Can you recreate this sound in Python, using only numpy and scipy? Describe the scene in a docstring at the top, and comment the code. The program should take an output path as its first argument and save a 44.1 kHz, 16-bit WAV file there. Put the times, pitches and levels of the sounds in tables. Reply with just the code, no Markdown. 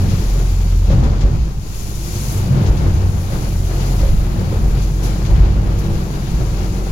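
"""A fast motor boat in a rough, windy sea, heard from inside the wheelhouse.
From the start, engines drone through the deck, water rushes along the sides and spray hisses overhead.
Around 1 s, waves thump the hull and the cabin panels knock. After a lull, the engines speed up and
the spray peaks near 2.2 s, and more thumps follow from 2.5 s. Lighter blows lead to another heavy run
at 5.2-5.6 s, and one last thump lands at 6.3 s while the engines drone on."""
import sys
import numpy as np
from scipy import signal
from scipy.fft import rfft, irfft, next_fast_len
from scipy.io import wavfile

SR = 44100
rng = np.random.default_rng(int(sys.argv[2]) if len(sys.argv) > 2 else 0)


def store_pcm(level_fs):
    """Save levels as 16-bit WAV."""
    pcm = np.round(np.clip(level_fs, -1, 1) * 32767).astype(np.int16)
    wavfile.write(sys.argv[1], SR, np.atleast_2d(pcm).T)


N = 304731
CUTOFF_HZ = 15900  # treble above this is cut
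# cabin panels knocking as the hull bends: (time [s], relative peak [dB], pitch of the blow [Hz])
KNOCK_BLOWS = [(.898, -14, 546), (.91, -31, 556), (.925, -16, 537), (1.225, -17.5, 540), (2.64, -20, 464.5),
               (3.3, -26, 619.4), (4.028, -15, 560), (4.41, -21, 536), (4.52, -15, 442), (5.065, -23, 437),
               (5.44, -20, 407)]


def from_db(db):
    """Turn decibels into a number to multiply a sound by."""
    return 10 ** (np.asarray(db) / 20)


def rms_one(x):
    """Scale a sound so that its average power is 1."""
    return x / np.sqrt(np.mean(x ** 2) + 1e-20)


def in_time(rows):
    """Join the points of a time table with straight lines: one curve per value column."""
    times, *columns = np.transpose(rows)
    return [np.interp(np.arange(N) / SR, times, column) for column in columns]


def per_bin(rows, size):
    """Read a frequency table at every frequency (bin) of an FFT of this size."""
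    hz, *columns = np.transpose(rows)
    bins = np.maximum(np.fft.rfftfreq(size, 1 / SR), 1)
    return [np.interp(np.log(bins), np.log(hz), column) for column in columns]


def drift(rate):
    """A smooth random wobble of typical size 1 that changes about `rate` times a second."""
    hz = np.fft.rfftfreq(8192, 1 / 1000)  # one point per millisecond
    slow = irfft(rfft(rng.standard_normal(8192)) / (1 + (hz / rate) ** 2))
    return np.interp(np.arange(N) / SR * 1000, np.arange(len(slow)), rms_one(slow))


def envelope(start_s, attack_s, hold_s, release_s):
    """A volume curve that rises, holds at 1 and dies away."""
    t = np.arange(N) / SR - start_s
    return np.clip(t / attack_s, 0, 1) * np.exp(-np.maximum(t - attack_s - hold_s, 0) / release_s)


def ring(force, hz, t60):
    """A mode, or natural tone: a push sets it ringing, and it fades by 60 dB in t60 seconds."""
    decay = from_db(-60 / (t60 * SR))
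    step = 2 * np.pi * hz / SR
    return signal.lfilter([0, np.sin(step)], [1, -2 * decay * np.cos(step), decay * decay], force + 1e-18)


def strike(blows, modes, swings):
    """Each blow pushes and pulls for a few swings; a quicker blow wakes the higher tones."""
    t, out = np.arange(SR) / SR, np.zeros(N + SR)
    for start_s, peak_db, pitch_hz in blows:
        cycles = pitch_hz * t
        force = np.sin(2 * np.pi * cycles) * np.sin(np.pi * np.minimum(cycles / swings, 1)) ** 2
        ringing = sum(from_db(db) * ring(force, hz, t60) for hz, db, t60 in modes)
        at = int(start_s * SR)
        out[at:at + SR] += from_db(peak_db) * ringing / np.abs(ringing).max()
    return out[:N]


def turbulence():
    """Two unrelated streams of random pressure (white noise)."""
    return rng.standard_normal((2, N))


def drops(per_s, spread_db):
    """Two streams of clicks from landing drops: many small ones, a few large."""
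    sizes = from_db(spread_db * np.minimum(rng.exponential(1, (2, N)), 5))
    signs = np.sign(turbulence())
    lands = rng.random((2, N)) < per_s / SR
    return rms_one(sizes * signs * lands)


def in_cabin(streams, spectrum):
    """Shape the tone of two streams and spread them around the cabin, most alike in the bass; power 1."""
    # how alike left and right are: (frequency [Hz], correlation [-1 to 1])
    likeness = [(50, 0.9), (130, 0.95), (270, 0.73), (400, 0.88), (560, 0.48), (800, .45), (1050, -0.12),
                (1450, -0.48), (2000, -0.16), (2600, 0.26), (3500, -0.11), (6000, -0.0032)]
    size = next_fast_len(N)
    level_db, = per_bin(spectrum, size)
    hz = np.fft.rfftfreq(size, 1 / SR)
    gain = from_db(level_db) * (hz > spectrum[0][0]) * (hz < spectrum[-1][0])
    alike = np.clip(per_bin(likeness, size)[0], -1, 1)
    mid, side = rfft(streams, size) * gain * np.sqrt([1 + alike, 1 - alike])
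    return rms_one(irfft([mid + side, mid - side], size)[:, :N])


def spray(surge_db):
    """Splashes, spray and fine mist land on the glass and roof; splashes grow with flow and spray."""
    # water in the air: (time [s], relative spray level [dB], relative mist level [dB])
    airborne = [(0.0, -42.5, -46.5), (0.38, -41, -46.5), (0.8, -45, -50.5), (1.1, -47.5, -58.5),
                (1.57, -49.5, -55.0), (1.76, -40.5, -44.5), (1.98, -40.5, -44.5), (2.2, -36, -40),
                (2.36, -39.0, -39), (2.5, -46.5, -50.0), (3.05, -45.5, -51.0), (3.35, -43.5, -45.0),
                (3.62, -43.5, -47.0), (3.92, -40.5, -44.5), (4.22, -47.5, -49.5), (5.25, -44, -49.5),
                (5.48, -50, -56.5), (5.85, -47, -50.5), (6.55, -43.5, -49.5), (6.91, -45.0, -49.5)]
    # tone of heavy splashes, spray and mist, each: (frequency [Hz], relative level [dB])
    splash_tone = [(600, -1), (1200, 0), (1800, -4.5), (2400, -0.5), (3300, -4), (4800, -4.5),
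                   (9000, -33.5)]
    hiss_tone = [(1800, -9), (3200, -5), (4500, -1), (7000, 1.5), (9000, -3), (14000, -22)]
    mist_tone = [(5000, -34), (7500, 0), (9500, 3.5), (12000, -1), (16000, -5.5)]
    hiss_db, mist_db = in_time(airborne)
    patter_db = 0.5 * drift(21)
    lumps_db = 1.3 * drift(5.6)
    splash_db = -40.5 + 0.45 * surge_db + 0.51 * (hiss_db - hiss_db.mean()) + lumps_db
    splash = from_db(splash_db) * in_cabin(turbulence() + 0.62 * drops(2500, 1.9), splash_tone)
    hiss = from_db(hiss_db + 1.5) * in_cabin(turbulence() + 0.5 * drops(4000, 3.5), hiss_tone)
    mist = from_db(mist_db + 6.0) * in_cabin(turbulence() + 0.77 * drops(5000, 2.9), mist_tone)
    return from_db(patter_db) * (splash + hiss + mist)


def spray_slaps(band_ratio=1.94):
    """A sheet of spray lands on the glass, swells for a moment and runs off."""
    # single sheets of spray: (time [s], level [dB], centre frequency [Hz], swell time [s])
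    sheets = [(.292, -37, 7000, .008), (.89, -36.5, 2210, 0.026), (1.03, -38.5, 4000, 0.01),
              (1.205, -34, 2790, 0.011), (2.555, -41, 2200, 0.025), (2.655, -35.5, 3500, 0.014),
              (2.765, -39, 2800, 0.013), (3.399, -40, 4000, 0.015), (3.799, -42, 2500, 0.022),
              (3.985, -37.5, 2600, 0.021), (4.815, -37.5, 4995, .012), (5.025, -33, 6450, 0.023),
              (5.05, -40, 1600, .025), (5.245, -36, 2800, 0.015), (5.345, -38, 1599, .02),
              (5.44, -47, 2200, 0.011), (5.78, -39, 8000, .012), (6.26, -40, 1997, .011)]
    t, out = np.arange(SR // 4) / SR, np.zeros((2, N + SR))
    for start_s, level_db, hz, swell_s in sheets:
        swell = t / swell_s * np.exp(1 - t / swell_s)
        edges_hz = [hz / band_ratio, min(hz * band_ratio, CUTOFF_HZ)]
        band = signal.butter(2, edges_hz, "band", fs=SR, output="sos")
        hiss = rms_one(signal.sosfilt(band, rng.standard_normal((2, len(t)))))
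        at = int(start_s * SR)
        out[:, at:at + len(t)] += from_db(level_db) * swell * hiss
    return out[:, :N]


def wave_swells():
    """Volume curves for heave, panel rumble and wash: each wave rises, holds and lets go."""
    # waves pressing on the hull: (time [s], heave [dB], panel rumble [dB], wash [dB], hold time [s])
    waves = [(0, -24, -15.5, -41, 0.1), (.87, -12, -14.5, -30.5, .2), (1.217, -13, -21, -41, .13),
             (2.484, -32, -11, -41, 0.068), (2.635, -16, -24, -38, 0.48), (3.751, -39, -38, -35, .12),
             (4.005, -13.5, -40, -44, 0.15), (4.3, -21.5, -18, -42, .14), (4.556, -19.5, -25, -47, 0.22),
             (5.021, -30, -21, -28, 0.046), (5.285, -9.5, -20.5, -28.5, 0.16),
             (5.558, -23, -17.5, -31, 0.11), (5.82, -17.5, -21, -32.5, 0.11), (6.304, -20.5, -20, -35, .13)]
    power = 0
    for start_s, *levels_db, hold_s in waves:
        swell = envelope(start_s, attack_s=0.017, hold_s=hold_s, release_s=0.077)
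        power = power + np.outer(from_db(levels_db), swell) ** 2
    return np.sqrt(power)


def rushing_water(surge_db, wash):
    """Water churns along the sides, swells with each wave and slaps the hull at each knock."""
    # tone of the rushing water: (frequency [Hz], relative level [dB])
    rush_tone = [(150, -12), (245, -1.5), (280, -1.5), (320, 3.5), (370, 2.5), (490, -2), (540, -1),
                 (640, -5.5), (800, -6.5), (1000, -11), (1350, -14.5), (1900, -19.5), (4000, -29),
                 (12000, -57)]
    churn = from_db(-31.0 + surge_db + 1.62 * drift(14.5))
    slosh = sum(from_db(db - 9.5) * envelope(start_s, attack_s=0.003, hold_s=0, release_s=0.028)
                for start_s, db, _ in KNOCK_BLOWS)
    volume = np.sqrt(churn ** 2 + wash ** 2 + slosh ** 2)
    return volume * in_cabin(turbulence() + 0.49 * drops(500, 3.0), rush_tone)


def panel_knocks(lean_left_db=1.0, trim_db=-1.5):
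    """The bending hull makes the cabin panels judder against their frames."""
    # natural tones of the panels: (frequency [Hz], relative level [dB], ring time [s])
    panel_modes = [(386, -22, 0.18), (455, -2, 0.15), (503, 7, 0.17), (542.7, 8.5, 0.25), (608, 5, 0.16),
                   (690, -15, .08), (790, -7, .07)]
    left_right = from_db([[trim_db + lean_left_db], [trim_db - lean_left_db]])
    return strike(KNOCK_BLOWS, panel_modes, swings=5.9) * left_right


def hull_rumble(surge_db, wave_heave, wave_rumble):
    """Water pressure shakes the cabin air, the whole hull (heave) and its panels; waves add swells."""
    # tone of the shaking air, hull and panels, each: (frequency [Hz], relative level [dB])
    shudder_tone = [(10, 3), (17, -1), (24, -9), (32, -4), (45, -11), (80, -45)]
    heave_tone = [(12, -7), (22, 12), (32, -26), (46, -6), (58, 7), (74, 1), (98, 3), (115, -10.5),
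                  (150, 0), (250, -61)]
    panel_tone = [(70, -10), (105, -3.5), (130, 0.5), (145, -3.5), (162, -4.5), (195, -6), (225, -9.5),
                  (260, -19.5), (400, -33)]
    calm_heave = from_db(-25 + 0.3 * surge_db)  # the shaking between waves
    calm_rumble = from_db(-22.5 + 0.61 * surge_db)
    shudder = in_cabin(turbulence(), shudder_tone)
    heave = np.hypot(calm_heave, wave_heave) * in_cabin(turbulence(), heave_tone)
    panels = np.hypot(calm_rumble, wave_rumble) * in_cabin(turbulence(), panel_tone)
    return from_db(-32.0) * shudder + from_db(-3.5) * heave + from_db(-2.5) * panels


def hull_slams():
    """Waves thump the hull from below and set it ringing."""
    # waves hitting the hull: (time [s], peak level [dB], pitch of the blow [Hz])
    blows = [(.903, -4, 112), (.975, -7, 108), (1.03, -8.5, 59.7), (1.222, -6, 57), (1.385, -9.5, 51.1),
             (2.501, -5, 123), (2.554, -11, 137), (2.675, -5.5, 60.6), (2.85, -8, 52.68),
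             (3.025, -19, 102.1), (4.015, -19, 57.7), (4.6, -13.5, 55), (5.235, -10, 108), (5.305, -5, 67),
             (5.39, -5.5, 55.5), (5.49, -5, 55), (5.592, -16, 141), (6.334, -11, 57.9)]
    # natural tones of hull and deck: (frequency [Hz], relative level [dB], ring time [s])
    hull_modes = [(54, 14, 0.14), (55.2, 2, 0.37), (73, -34, 0.11), (106, 12, 0.097), (113.6, -32, 0.22),
                  (131, 5.5, 0.16), (194, -8, 0.21), (209, -20, 0.16)]
    return strike(blows, hull_modes, swings=2.17)


def engines(waver_db=2.07, rough_db=3.0):
    """Tones at whole multiples of the shaft speed; they flutter as the propellers bite uneven water."""
    # engine shaft: (time [s], speed [turns per s])
    shaft_speed = [(0, 44.6), (.6, 43), (1.2, 43.7), (2.2, 50), (3.2, 45.5), (4.0, 43.9), (4.6, 45.4),
                   (5.3, 45), (5.6, 45.8), (5.9, 47.5), (6.3, 45.6), (6.91, 45)]
    # drone in the cabin: (time [s], relative shaft tone level [dB], relative octave level [dB])
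    drone = [(0.0, -23.5, -14), (0.33, -15, -30), (0.62, -16, -18), (0.9, -17, -17.5), (1.4, -22, -27),
             (1.65, -28.5, -33), (2.05, -26.5, -28), (2.3, -23.5, -20.5), (2.6, -28, -23), (3.0, -26, -17),
             (3.3, -26.5, -28.5), (3.6, -19.5, -22.5), (4.1, -16.5, -31.5), (4.48, -22.5, -23),
             (4.72, -16.5, -30), (5.55, -17, -23), (6.1, -26.5, -36), (6.91, -18.5, -25)]
    # whine in the cabin at seven times the shaft speed: (time [s], relative level [dB])
    whine = [(0.0, -33), (0.5, -49), (1.0, -39), (1.6, -50.5), (2.65, -36), (3.7, -42), (4.4, -39),
             (5.2, -40.5), (5.9, -32), (6.2, -38.5), (6.91, -33.5)]
    # other engine tones: (multiple of the shaft speed, level compared with the whine [dB])
    overtones = [(3, 1.5), (4, 1.5), (8, -7), (10, -5), (12, -13)]
    turns_per_s, = in_time(shaft_speed)
    shaft_db, octave_db = in_time(drone)
    whine_db = in_time(whine)[0] - 1.5
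    angle = 2 * np.pi * np.cumsum(turns_per_s * (1 + 0.0025 * drift(5.5))) / SR
    # drift inside from_db wobbles the volume; inside sin it wobbles the pitch
    out = from_db(shaft_db - 1.0 + 0.64 * waver_db * drift(3.1)) * np.sin(angle + 0.065 * drift(3.0))
    out += from_db(octave_db - 1.5 + waver_db * drift(6.4)) * np.sin(2 * angle + 0.7 * drift(15.0))
    out += from_db(whine_db + 2.6 * drift(9)) * np.sin(7 * angle + 0.6 * drift(6))
    for multiple, level_db in overtones:
        flutter = from_db(level_db + whine_db + rough_db * drift(3.5))
        out += flutter * np.sin(round(multiple) * angle + 1.1 * drift(3.1))
    return np.sqrt(2) * out


def scene():
    """Engines, thumps, knocks and rumble come through the boat itself; the water is all around."""
    # water flowing past as the hull sinks in and lifts out: (time [s], level [dB])
    flow = [(0.0, -30.5), (0.4, -33.5), (0.78, -36.5), (1.0, -28.5), (1.3, -32.5), (1.6, -41), (2.1, -38),
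            (2.6, -26), (3.2, -33.0), (3.35, -29.5), (3.6, -33), (3.95, -29), (4.2, -32), (4.5, -29.0),
            (4.9, -32.5), (5.55, -30), (6.15, -32.0), (6.91, -31)]
    cruise_db = -32.5  # flow with the hull riding level
    surge_db = in_time(flow)[0] - cruise_db
    wave_heave, wave_rumble, wash = wave_swells()
    boat = engines() + hull_slams() + panel_knocks() + hull_rumble(surge_db, wave_heave, wave_rumble)
    return boat + rushing_water(surge_db, wash) + spray(surge_db) + spray_slaps()


def record(dry):
    """Each microphone opening colours its side; big peaks are rounded and the highest treble is cut."""
    # tone of the two openings: (frequency [Hz], left gain [dB], right gain [dB])
    openings = [(58, 2, 2), (313, -0.95, -1.7), (520, -2.5, -5), (1410, 2.5, -2), (2500, 0.5, -4.5),
                (3900, 3, -7), (5140, 4.5, -12.5), (6800, 7, -11.5), (7450, 1, -12.5), (8430, -9, -10),
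                (9740, -19, -1), (10770, -9, 3.5), (13000, -8, 2), (16000, -1, -0.5)]
    size = next_fast_len(N + SR // 10)
    coloured = irfft(rfft(dry, size) * from_db(per_bin(openings, size)), size)[:, :N]
    rounded = coloured / (1 + coloured ** 6) ** (1 / 6)
    treble_cut = signal.ellip(12, 0.1, 80, CUTOFF_HZ, fs=SR, output="sos")
    return signal.sosfilt(treble_cut, rounded)


dry = scene()
out = record(dry)
store_pcm(out)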